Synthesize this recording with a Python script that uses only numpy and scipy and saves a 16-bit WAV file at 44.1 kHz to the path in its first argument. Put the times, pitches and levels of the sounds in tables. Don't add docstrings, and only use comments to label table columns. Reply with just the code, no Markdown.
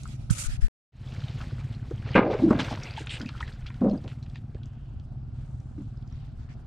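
import sys
import numpy as np
from scipy import signal
from scipy.fft import rfft, irfft, next_fast_len
from scipy.io import wavfile
from scipy.ndimage import uniform_filter1d, map_coordinates

SR = 44100
rng = np.random.default_rng(int(sys.argv[2]) if len(sys.argv) > 2 else 0)


def convert_level_to_amplitude(level_db):
    exponent = np.asarray(level_db, float) / 20
    return 10 ** exponent


def master(y):
    cut = np.clip(np.atleast_2d(y).T, -1, 1)
    pcm = np.round(cut * 32767)
    wavfile.write(sys.argv[1], SR, pcm.astype(np.int16))


N = 294014
T = np.arange(N) / SR

# nominal time in seconds, relative drive in dB, length of repeating in seconds,
# drive of the middle modes and of the high modes, both in dB over the low modes.
JOLTS = [(2.155, -10.5, 0, -3.5, -2.5), (2.165, -18, 0.0054, -13, -0.5), (2.177, -12.5, 0.0058, -1.5, -1.5),
         (2.2, -29.5, 0.026, 4.5, 1), (2.249, -35, 0.0069, 9, -6), (2.263, -28.5, 0.013, 5, -9),
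         (2.302, -36, 0.0057, 9.5, -2), (2.33, -30, 0.0089, 2, -0.5), (2.394, -27.5, 0.033, -6, -24),
         (2.434, -16, 0.045, -20, -32), (2.509, -15, 0.00018, -7, -22), (2.548, -18, 0.017, -14.5, -15.5),
         (2.592, -18.5, 0.01, -13.5, -7.5), (2.714, -25.5, 0.0061, -17, -22),
         (3.205, -27, 0.0038, -25, -30), (3.229, -28, 0.021, -29, -36), (3.817, -16.5, 0.06, -14, -40),
         (3.847, -18, 0.015, -9.5, -40), (3.91, -23, 0.028, -16.5, -47.5), (3.955, -30, 0.021, -16, -42),
         (4.044, -31, 0.0054, -13, -28), (5.779, -30, 0.034, -31.5, -31)]
# centre in Hz, width in Hz, relative level in dB.
LOW_MODES = [(200, 51, 1.5), (247, 61.6, 3.5), (306.7, 57, -1)]
# centre in Hz, width in Hz, relative level in dB.
MIDDLE_MODES = [(395, 178, -1), (503, 22, 2), (558, 42, -1), (637.6, 24.6, 0.5), (661, 30, -5),
                (810, 65, -5), (900, 400, -14)]
# centre in Hz, width in Hz, relative level in dB.
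HIGH_MODES = [(942, 160, 4.5), (1224, 51, 7), (1414, 200, 0), (1653, 120, 2.5), (2030, 170, -0.5),
              (2150, 130, 1), (2330, 170, -2.5), (2870, 340, -9.5), (3300, 580, -17)]
JOLT_T60_S, JOLT_RISE_S = 0.15, 0.0017
TEAR_DB = 2.5
REPEAT_S, REPEAT_LOSS_DB, REPEAT_SCATTER_DB = 0.024, 0.9, 1.7
# start in seconds, peak level in dB, start pitch in Hz,
# end pitch in Hz, length in seconds.
GULPS = [(1.91, -27.5, 330, 450, 0.0089), (4.547, -37.5, 416, 474, 0.0086), (2.279, -25, 336, 420, 0.0096),
         (2.311, -22.5, 420, 450, 0.011), (2.345, -19, 415, 446, 0.015), (2.508, -7, 287, 302, 0.0078),
         (2.418, -16.5, 237, 302, 0.02), (2.428, -11, 300, 340, 0.033), (2.468, -14.5, 344, 297, 0.027),
         (3.812, -13.5, 200, 235, .02), (3.828, -14, 209, 235, 0.024), (3.833, -24, 482, 544, 0.026),
         (3.855, -26, 572, 534, .026), (3.864, -19, 228, 185, 0.041), (3.904, -30, 583, 540, .02),
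         (3.949, -25.5, 170, 223, 0.027), (3.907, -24, 213, 200, 0.033)]

# nominal time in seconds, relative level in dB, pitch in Hz, tone share 0 to 1.
DROPS = [(0.035, -37.5, 6800, 0), (0.057, -32, 1270, 0.7), (0.0773, -37, 7860, 0.54),
         (0.091, -50, 4280, 0.1), (.302, -27.5, 5060, 0.19), (1.075, -37, 3360, 0.57),
         (1.206, -39, 3630, 0.33), (1.239, -33, 3040, 0.5), (1.284, -32.5, 3000, 0.44),
         (1.414, -31.5, 2800, 0.24), (1.5218, -35, 347, 0.52), (1.729, -39, 2800, 0.44),
         (1.741, -42, 2700, .4), (1.7497, -39.5, 4100, 0.65), (1.911, -25, 313, 0.36),
         (1.912, -40.5, 1200, 0.4), (1.981, -40.5, 3040, 0.8), (2.491, -33, 1390, 0.66),
         (2.503, -40, 5060, 0.85), (2.608, -29.5, 6000, 0.55), (2.631, -33, 5100, 0.6),
         (2.648, -36, 6100, .7), (2.72, -49, 8100, .6), (2.812, -42, 5000, .7), (2.835, -31, 5500, 0.32),
         (2.872, -33, 2700, 0.9), (3.063, -38, 7000, 0.45), (2.6466, -27, 2070, 0.6),
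         (2.706, -32, 4320, 0.36), (2.7258, -33, 3060, 0.2), (2.687, -31.5, 1020, 0.64),
         (2.712, -29, 790, 0.4), (2.728, -25.5, 780, 0.64), (2.334, -25, 805, .5), (2.394, -35, 650, .4),
         (2.7754, -32.5, 1100, 0.54), (2.8556, -32, 2100, 0.56), (2.9, -37, 2560, 0.3),
         (2.91, -34, 4550, 0.5), (2.9387, -34.5, 3500, 0.4), (2.967, -38, 3130, .54),
         (2.979, -30, 840, 0.83), (3.007, -30.5, 377, 0.5), (3.072, -24.5, 2150, 0.23),
         (3.0954, -23.5, 3140, 0.52), (3.1138, -35, 2820, 0.4), (3.2, -35, 5500, 0.3),
         (3.21, -27, 1470, 0.7), (3.216, -28.5, 3950, 0.22), (3.2638, -33.5, 2520, 1),
         (3.26, -36, 3800, 0.3), (3.2907, -27.5, 2550, 0.2), (3.294, -34, 1270, 0.5),
         (3.353, -37.5, 1290, 1), (3.376, -40, 1730, 0.54), (3.38, -37.5, 3150, 0.44),
         (3.405, -33, 3020, 0.2), (3.408, -23.5, 1250, 0.52), (3.4287, -23, 1856, 0.72),
         (3.4795, -34, 2110, 0.09), (3.5266, -42, 3500, 0.33), (3.538, -47, 1800, 0.1),
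         (3.6, -61, 2800, 0.5), (3.661, -37.5, 1420, 0.53), (3.667, -32, 2970, 0.24),
         (3.688, -43.5, 3400, 0.8), (3.704, -34.5, 1510, 0.3), (3.761, -47, 3130, 0.46),
         (3.81, -50, 2500, 0.1), (3.843, -55, 6100, 0.7), (3.937, -51, 6300, 0.7),
         (3.978, -43.5, 4760, 0.8), (4.042, -49, 3000, 0), (3.744, -43, 2800, 0.4),
         (3.898, -40, 3900, 0.26), (3.914, -39, 4120, 0.6), (4.079, -37.5, 2030, 0),
         (4.229, -42, 3970, 0.4), (4.2642, -46.5, 2200, 0.12), (4.3, -48, 3950, 0.43),
         (4.358, -36, 2070, .06), (4.37, -48, 4040, 0.1), (4.548, -35, 425, 0.46), (4.548, -51, 2280, 0.1),
         (4.634, -41.5, 3320, 0.4), (4.6586, -49, 6070, 0.26), (4.999, -51.5, 4670, 0.02),
         (5.603, -51.5, 5500, 0.3), (5.822, -55, 6960, 0.65), (5.974, -51, 4930, 0.48),
         (6.0259, -50, 3450, 0.42), (6.0769, -49, 5000, 0.4), (6.1006, -53, 4400, 0.4),
         (6.126, -49, 5570, 0.8), (6.539, -50, 5330, 0.34)]
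DROP_T60_S, DECAY_POWER = 0.025, 0.5
SPLASH_TOP_HZ = 5500
SNAP_DB, SNAP_S, SNAP_HZ = -11.5, 0.0001, 3500
HOLLOW_DB, HOLLOW_T60_S = -7, 0.09

# time in seconds, level of the dull rustle in dB.
RUSTLE = [(1.3, -53.5), (1.46, -51.5), (1.6, -55.5), (1.85, -60), (2.0, -55.5), (2.07, -47), (2.125, -47),
          (2.21, -61), (2.33, -42.5), (2.39, -46.5), (2.55, -51.5), (2.61, -40), (2.73, -43), (2.8, -46.5),
          (2.88, -49.5), (3.0, -50), (3.05, -53), (3.18, -50), (3.3, -57), (3.44, -51.5), (3.58, -58.5),
          (3.8, -62), (4.12, -62.5), (4.2, -68), (4.45, -72.5), (5.2, -77), (5.45, -71), (5.7, -76.5),
          (6.25, -68.5), (6.36, -73), (6.6, -72.5)]
# frequency in Hz, relative density in dB per Hz.
DULL_SPECTRUM = [(300, 4.5), (700, 3.5), (1400, -3.5), (2600, -3), (4500, -8.5), (7000, -28),
                 (12000, -56.5)]
# frequency in Hz, relative density in dB per Hz.
BRIGHT_SPECTRUM = [(2500, -44), (5000, -2.5), (8000, -4), (10500, -14), (13500, -18), (15500, -53.5)]
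SWISH_DB, SWISH_SLOPE = -67.5, 0.73
PEEL_S, PEEL_DB = 1.98, 15
WET_S, WET_DB = 2.425, 2
DRAIN_S, SPATTER_DB = (2.8, 4.9), -6.5
SPATTER_HZ, SPATTER_CYCLES = 2800, 18

# start in seconds, length in seconds, relative level in dB,
# centre in Hz.
SWISHES = [(2.149, 0.057, -44, 2830), (2.153, .045, -59, 3840), (3.885, .04, -61.5, 3970),
           (4.225, 0.027, -59.5, 3950), (2.308, 0.046, -49.5, 3340), (2.502, 0.041, -28, 900),
           (2.59, 0.042, -32.5, 2800), (2.593, .03, -47, 6400), (2.975, 0.071, -54.5, 6900),
           (4.08, 0.055, -69, 6950), (1.05, 0.58, -57.5, 3500), (2.64, 0.031, -41, 2490),
           (2.696, 0.039, -49, 4470), (2.963, .067, -42.5, 2600), (3.099, 0.088, -37.5, 2680),
           (3.405, 0.018, -45, 2470), (3.41, 0.019, -56.5, 6940), (3.66, 0.0326, -48, 2710),
           (4.08, 0.06, -54, 2540), (4.343, 0.055, -58.5, 2850), (5.33, 0.6, -75.5, 7500),
           (5.34, 0.15, -70, 2770), (5.76, 0.23, -74, 3300), (5.76, .25, -78, 7500), (6.1, 0.25, -68, 3100),
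           (6.385, 0.14, -67.5, 1505), (6.39, 0.092, -72, 4500), (6.489, 0.057, -60.5, 1880),
           (6.49, 0.062, -68.5, 4660)]
# start in seconds, length in seconds,
# relative level in dB, centre in Hz.
SQUEAKS = [(.299, 0.022, -40.5, 1390), (.442, 0.045, -45.5, 1450), (.49, 0.1, -56, 1760),
           (.61, 0.087, -54, 1720), (2.134, .025, -43.5, 2720), (2.143, .04, -26.5, 2530),
           (1.405, 0.022, -41, 1260), (1.59, .03, -54, 2340), (2.815, 0.15, -46, 2370),
           (3.1, 0.09, -40, 2770), (3.27, 0.042, -51, 2650), (3.295, 0.028, -56, 1240),
           (2.831, 0.015, -44.5, 5300), (3.099, 0.083, -49.5, 8100), (4.55, 0.6, -72, 2890)]
SWISH_OCTAVES, SQUEAK_OCTAVES = 0.53, 0.18
SWISH_TOP_HZ, SWISH_GRAIN_DB = 9500, 3
PATCH_DB = 2

# start in seconds, end in seconds, left level in dB, right level in dB.
STROKES = [(0, .166, -60.5, -55.5), (0.166, 0.292, -67, -64), (0.303, .318, -41.5, -41.5),
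           (0.317, 0.343, -47.5, -42.5), (0.346, 0.378, -45, -50), (0.38, 0.432, -44.5, -43),
           (0.435, 0.475, -43, -43.5), (0.472, 0.571, -55, -53), (.572, 0.61, -76, -66),
           (0.61, 0.674, -54.5, -50.5)]
# frequency in Hz, relative density in dB per Hz.
SLEEVE_SPECTRUM = [(290, -52), (500, -10.5), (537, -3), (847, -20.5), (909, -8.5), (1090, -17), (1300, 1.5),
                   (1680, -9), (2300, -1.5), (3320, -4), (4500, -4), (8020, -10), (9650, -10.5),
                   (15000, -36)]
WEAVE_HZ, WEAVE_OCTAVES = 7500, 0.36
WEAVE_DB, WEAVE_SLOPE = 6, 1.4
# start in seconds, relative left level in dB,
# relative right level in dB, pitch in Hz.
KNOCKS = [(0.305, -26, -7, 124), (.32, -32, -14.5, 87), (0.457, -20, -49, 24), (0.514, -37, -22.5, 34.6),
          (.575, -23.5, -52, 44), (0.621, -10.5, -20.5, 28.6)]

# time in seconds, firings per second.
ENGINE_SPEED = [(0, 19.56), (0.7, 20.29), (1, 17.44), (1.6, 17.04), (2.4, 17.84), (3.1, 16.99),
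                (4.05, 19.38), (5.1, 17.06), (5.3, 19.3), (5.7, 17.96), (6.05, 20.12), (6.4, 18.0),
                (6.67, 18.24)]
# time in seconds, level of the pulses in dB.
ENGINE_LEVEL = [(0, -41), (.65, -42), (1.2, -37), (2.1, -35.5), (2.65, -37.5), (3.5, -43), (4.5, -38),
                (4.86, -44), (5.4, -41), (6.4, -43.5), (6.67, -40)]
# frequency in Hz, relative level in dB.
EXHAUST_SPECTRUM = [(20, -23.5), (45, -14), (80, -10), (100, -1.5), (122, 1.5), (140, 0.5), (160, -13),
                    (180, -22), (220, -11.5), (270, -23), (400, -35), (800, -76)]
FIRST_FIRING_S = 0.042
# frequency in Hz, relative density in dB per Hz.
WIND_SPECTRUM = [(15, -18), (40, -6.5), (70, -6.5), (110, -12.5), (250, -33), (500, -49.5)]
WIND_DB, GUST_DB, GUSTS_PER_S = -41.5, 1, 5.7
# frequency in Hz, relative density in dB per Hz.
AIR_SPECTRUM = [(100, -25), (170, -3), (229, -10), (459, -25.5), (734, -19), (954, -27), (1470, -28),
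                (1940, -42), (4600, -42.5), (9750, -76), (15000, -71.5)]
AIR_DB = -55
# time in seconds, gain of the side signal in dB.
WIDTH = [(0, 0), (.8, 1), (.9, -52.5), (1.5, -77), (4.1, -54.5), (4.3, -12.5), (4.9, -3), (6.67, -1)]
CUT_S, RESUME_S, FADE_IN_S = 0.6835, 0.92, 0.2


def unit(x):
    return x / np.sqrt(np.mean(x ** 2) + 1e-20)


def curves(rows):
    s, *cols = np.transpose(rows)
    return [np.interp(T, s, c) for c in cols]


def wobble(rate):
    coarse = T[::16]
    knots = rng.standard_normal(int(N * rate / SR) + 4)
    return np.interp(T, coarse, map_coordinates(knots, [coarse * rate]))


def filtered(x, response):
    m = next_fast_len(N + 8192, True)
    return irfft(rfft(x, m) * response(np.fft.rfftfreq(m, 1 / SR)), m)[..., :N]


def colour(points):
    f, db = np.transpose(points)
    return lambda hz: convert_level_to_amplitude(np.interp(np.log(hz + 1), np.log(f), db, left=-120, right=-120))


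def bell(hz, centre_hz, octaves):
    return np.exp(-0.5 * (np.log2((hz + 1) / centre_hz) / octaves) ** 2)


def modes(table):
    def response(f):
        return sum((-1) ** k * convert_level_to_amplitude(db) * 1j * f * width / (centre * centre - f * f + 1j * f * width)
                   for k, (centre, width, db) in enumerate(table))
    return response


def patchy(x, depth_db):
    z = signal.stft(x, nperseg=256)[2]
    field = uniform_filter1d(rng.standard_normal(z.shape[1:]), size=5, axis=0)
    field = uniform_filter1d(field, size=8, axis=1)
    return signal.istft(z * convert_level_to_amplitude(depth_db * unit(field)), nperseg=256)[1][:, :N]


def hiss(points, alike, grain_db, rate):
    noise = patchy(rng.standard_normal((2, N)), PATCH_DB) * convert_level_to_amplitude(grain_db * wobble(rate))
    turn = np.arccos(np.clip(alike, 0, 1)) / 2
    mid, side = filtered(noise, colour(points)) * [[np.cos(turn)], [np.sin(turn)]]
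    return unit(np.array([mid + side, mid - side]))


def add(track, s, sound):
    part = track[..., round(s * SR):round(s * SR) + sound.shape[-1]]
    part += sound[..., :part.shape[-1]]


def sheet():
    shakes, t = np.zeros((3, N)), T[:SR // 5]
    fall = -60 * t / JOLT_T60_S * [[1], [1.15], [1.5]]
    for s, db, length, middle_db, high_db in JOLTS:
        shudder = convert_level_to_amplitude(db + fall + [[0], [middle_db], [high_db]]) * (1 - np.exp(-t / JOLT_RISE_S))
        for k in range(4):
            noise = rng.standard_normal((3, len(t)))
            tear = uniform_filter1d(rng.standard_normal(len(t)), size=100) * 10
            push = 2.0 * np.exp(-t / 0.0012)
            shake = noise * convert_level_to_amplitude(TEAR_DB * tear) + push
            scatter_db = REPEAT_SCATTER_DB * rng.normal() * (k > 0)
            present = np.clip(1 + length / REPEAT_S - k, 0, 1)
            strength = convert_level_to_amplitude(-scatter_db - REPEAT_LOSS_DB * k) * present
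            add(shakes, s - 0.003 + k * REPEAT_S, strength * shudder * shake)
    boom = convert_level_to_amplitude(16.5) * filtered(shakes[0], lambda hz: modes(LOW_MODES)(hz) / (1 + (hz / 600) ** 4))
    middle = convert_level_to_amplitude(21.5) * filtered(shakes[1], modes(MIDDLE_MODES))
    clang = convert_level_to_amplitude(10) * filtered(shakes[2], lambda hz: modes(HIGH_MODES)(hz) / (1 + (hz / 4300) ** 8))
    damped = filtered(boom + middle, lambda hz: 1 / (1 + (hz / 1100) ** 5))
    return damped + clang


def gulps():
    out, t = np.zeros(N), T[:SR // 5]
    for s, db, start_hz, end_hz, length in GULPS:
        u = np.clip(t / length, 0, 1)
        cycles = np.cumsum(start_hz + (end_hz - start_hz) * u) / SR
        add(out, s, convert_level_to_amplitude(db) * np.sin(np.pi * u) ** 1.17 * np.sin(2 * np.pi * cycles))
    return out


def drops():
    out, t = np.zeros((2, N)), T[:SR // 14]
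    snap = (t / SNAP_S) ** 2 * np.exp(2 - 2 * t / SNAP_S) * np.sin(2 * np.pi * SNAP_HZ * t)
    for s, db, hz, tone in DROPS:
        tone = np.clip(tone, 0, 1)
        t60 = DROP_T60_S * (1000 / hz) ** DECAY_POWER
        fall = convert_level_to_amplitude(db + 2.5 - 60 * t / t60) * (1 - np.exp(-t / 0.00062))
        bubble = np.sin(2 * np.pi * hz * t * (1 + 3 * t))
        spread = 2.1 - 1.1 * tone ** 0.5
        top_hz = min(hz * spread + 50, max(SPLASH_TOP_HZ, 1.25 * hz))
        band = signal.butter(3, [hz / spread, top_hz], "bandpass", fs=SR)
        noise = rng.standard_normal((3, len(t)))
        noise = noise[0] + 0.55 * noise[1:]
        splash = signal.lfilter(*band, fall * noise) / signal.lfilter(*band, noise).std()
        contact = convert_level_to_amplitude(db + SNAP_DB) * (1 - tone) * snap
        add(out, s - 0.0015, tone * fall * bubble + 0.7 * (1 - tone) * splash + contact)
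    hollow = unit(rng.standard_normal(len(t)) * convert_level_to_amplitude(-60 * t / HOLLOW_T60_S)) / np.sqrt(len(t))
    return out + convert_level_to_amplitude(HOLLOW_DB) * signal.fftconvolve(out, hollow[None], axes=1)[:, :N]


def rustle():
    dull_db, = curves(RUSTLE)
    wet_db = WET_DB * np.clip((T - WET_S) / 0.15, -1, 0)
    clinging = np.clip(np.minimum(T - PEEL_S, WET_S - T) / 0.13, 0, 1)
    bright_db = SWISH_DB + SWISH_SLOPE * (dull_db + 53.5) - PEEL_DB * clinging
    dull = hiss(DULL_SPECTRUM, alike=0.36, grain_db=-1.0, rate=120)
    wet = 0.5 * convert_level_to_amplitude(wet_db) * crackle()
    bright = hiss(BRIGHT_SPECTRUM, alike=0.059, grain_db=2.5, rate=62)
    motion = (T > CUT_S) * convert_level_to_amplitude(1.4 * wobble(24.05))
    return motion * (convert_level_to_amplitude(dull_db) * (dull + wet + convert_level_to_amplitude(SPATTER_DB) * spatter()) + convert_level_to_amplitude(bright_db) * bright)


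def crackle():
    when, pitch, size = rng.random((2400, 3)).T[:, :, None]
    t, hz = T[:240], 1300 * 5 ** pitch
    decay = convert_level_to_amplitude(-5 * np.log(size + 0.04) - 6.6 * hz * t) * (1 - np.exp(-0.7 * hz * t))
    grains = decay * np.sin(2 * np.pi * hz * t) * (1000 / hz) ** 0.54
    places = (when * N).astype(int) + np.arange(len(t))
    return unit(np.bincount(places.ravel(), grains.ravel(), N)[:N])


def spatter():
    when, pitch, size = rng.random((900, 3)).T[:, :, None]
    t, hz = T[:900], SPATTER_HZ * 4.5 ** (pitch - 0.5)
    u = hz * t / SPATTER_CYCLES
    decay = convert_level_to_amplitude(-6 * np.log(size + 0.023) - 18 * u) * (1 - np.exp(-12 * u))
    grains = decay * np.sin(2 * np.pi * hz * t * (1 + 0.06 * u)) * (SPATTER_HZ / hz) ** 1.5
    start = (DRAIN_S[0] + when * (DRAIN_S[1] - DRAIN_S[0])) * SR
    places = start.astype(int) + np.arange(len(t))
    out = np.bincount(places.ravel(), grains.ravel(), N)[:N]
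    return out / out[round(DRAIN_S[0] * SR):round(DRAIN_S[1] * SR)].std()


def swishes_and_squeaks():
    out, t = np.zeros((2, N)), T[:SR // 2]
    hz = np.fft.rfftfreq(len(t), 1 / SR)
    for rows, octaves in (SWISHES, SWISH_OCTAVES), (SQUEAKS, SQUEAK_OCTAVES):
        for s, length, db, centre_hz in rows:
            spectrum = rfft(rng.standard_normal((2, len(t)))) * bell(hz, centre_hz, octaves)
            noise = unit(irfft(spectrum, len(t)))
            u = np.clip(t / max(length, 0.005), 0, 1)
            swell = np.abs(np.sin(np.pi * u ** 0.5)) ** 0.64 * (u < 1)
            grain = uniform_filter1d(rng.standard_normal(len(u)), size=80) * np.sqrt(80)
            add(out, s, convert_level_to_amplitude(db + SWISH_GRAIN_DB * grain) * swell * noise)
    return filtered(out, lambda hz: 1 / (1 + (hz / SWISH_TOP_HZ) ** 12))


def sleeve():
    stroke_db = np.full((2, N), -120.0)
    for start, end, left_db, right_db in STROKES:
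        stroke_db[:, round(start * SR):round(end * SR)] = [[left_db], [right_db]]
    weave = unit(filtered(rng.standard_normal((2, N)), lambda hz: bell(hz, WEAVE_HZ, WEAVE_OCTAVES)))
    firm = convert_level_to_amplitude(stroke_db + WEAVE_DB + WEAVE_SLOPE * (stroke_db + 41.5))
    noise = hiss(SLEEVE_SPECTRUM, alike=0.035, grain_db=0.2, rate=200)
    cloth = uniform_filter1d(convert_level_to_amplitude(stroke_db), size=300) * noise
    return convert_level_to_amplitude(2.4 * wobble(24)) * (cloth + uniform_filter1d(firm, size=300) * weave)


def knocks():
    out, t = np.zeros((2, N)), T[:SR // 5]
    for s, left_db, right_db, hz in KNOCKS:
        u = hz * t
        push = 3.43 * u * np.exp(-1.6 * u * u) * np.sin(2 * np.pi * u)
        add(out, s, convert_level_to_amplitude([[left_db], [right_db]]) * [[-1], [1]] * push)
    return out


def engine():
    level_db, fired = curves(ENGINE_LEVEL)[0], np.cumsum(curves(ENGINE_SPEED)[0]) / SR
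    fired = fired - np.interp(FIRST_FIRING_S, T, fired)
    chance = rng.standard_normal((int(fired[-1]), 2))
    times = np.interp(np.arange(len(chance)), fired, T) + 0.0017 * chance[:, 0]
    pulses = np.bincount(np.round(times * SR).astype(int), convert_level_to_amplitude(0.81 * chance[:, 1]), N)[:N]
    throb = unit(filtered(pulses, colour(EXHAUST_SPECTRUM)))
    return convert_level_to_amplitude(level_db) * (throb + 0.66 * hiss(EXHAUST_SPECTRUM, alike=1.0, grain_db=0.0, rate=13))


def wind():
    return convert_level_to_amplitude(WIND_DB) * hiss(WIND_SPECTRUM, alike=0.84, grain_db=GUST_DB, rate=GUSTS_PER_S)


def open_air():
    return convert_level_to_amplitude(AIR_DB) * hiss(AIR_SPECTRUM, alike=0.39, grain_db=0.2, rate=10)


def scene():
    background = engine() + wind() + open_air()
    return background + rustle() + swishes_and_squeaks() + sleeve() + sheet() + gulps() + drops() + knocks()


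def fade():
    return (T < CUT_S) + np.clip((T - RESUME_S) / FADE_IN_S, 0, 1) ** 0.88


def band_limit(x):
    return signal.sosfilt(signal.butter(12, 15660, fs=SR, output="sos"), x)


def record(dry):
    mid = (dry[0] + dry[1]) / 2
    side = (dry[0] - dry[1]) / 2 * convert_level_to_amplitude(curves(WIDTH)[0])
    mix = np.array([mid + side, mid - side]) * fade()
    return band_limit(mix)


dry = scene()
out = record(dry)
master(out)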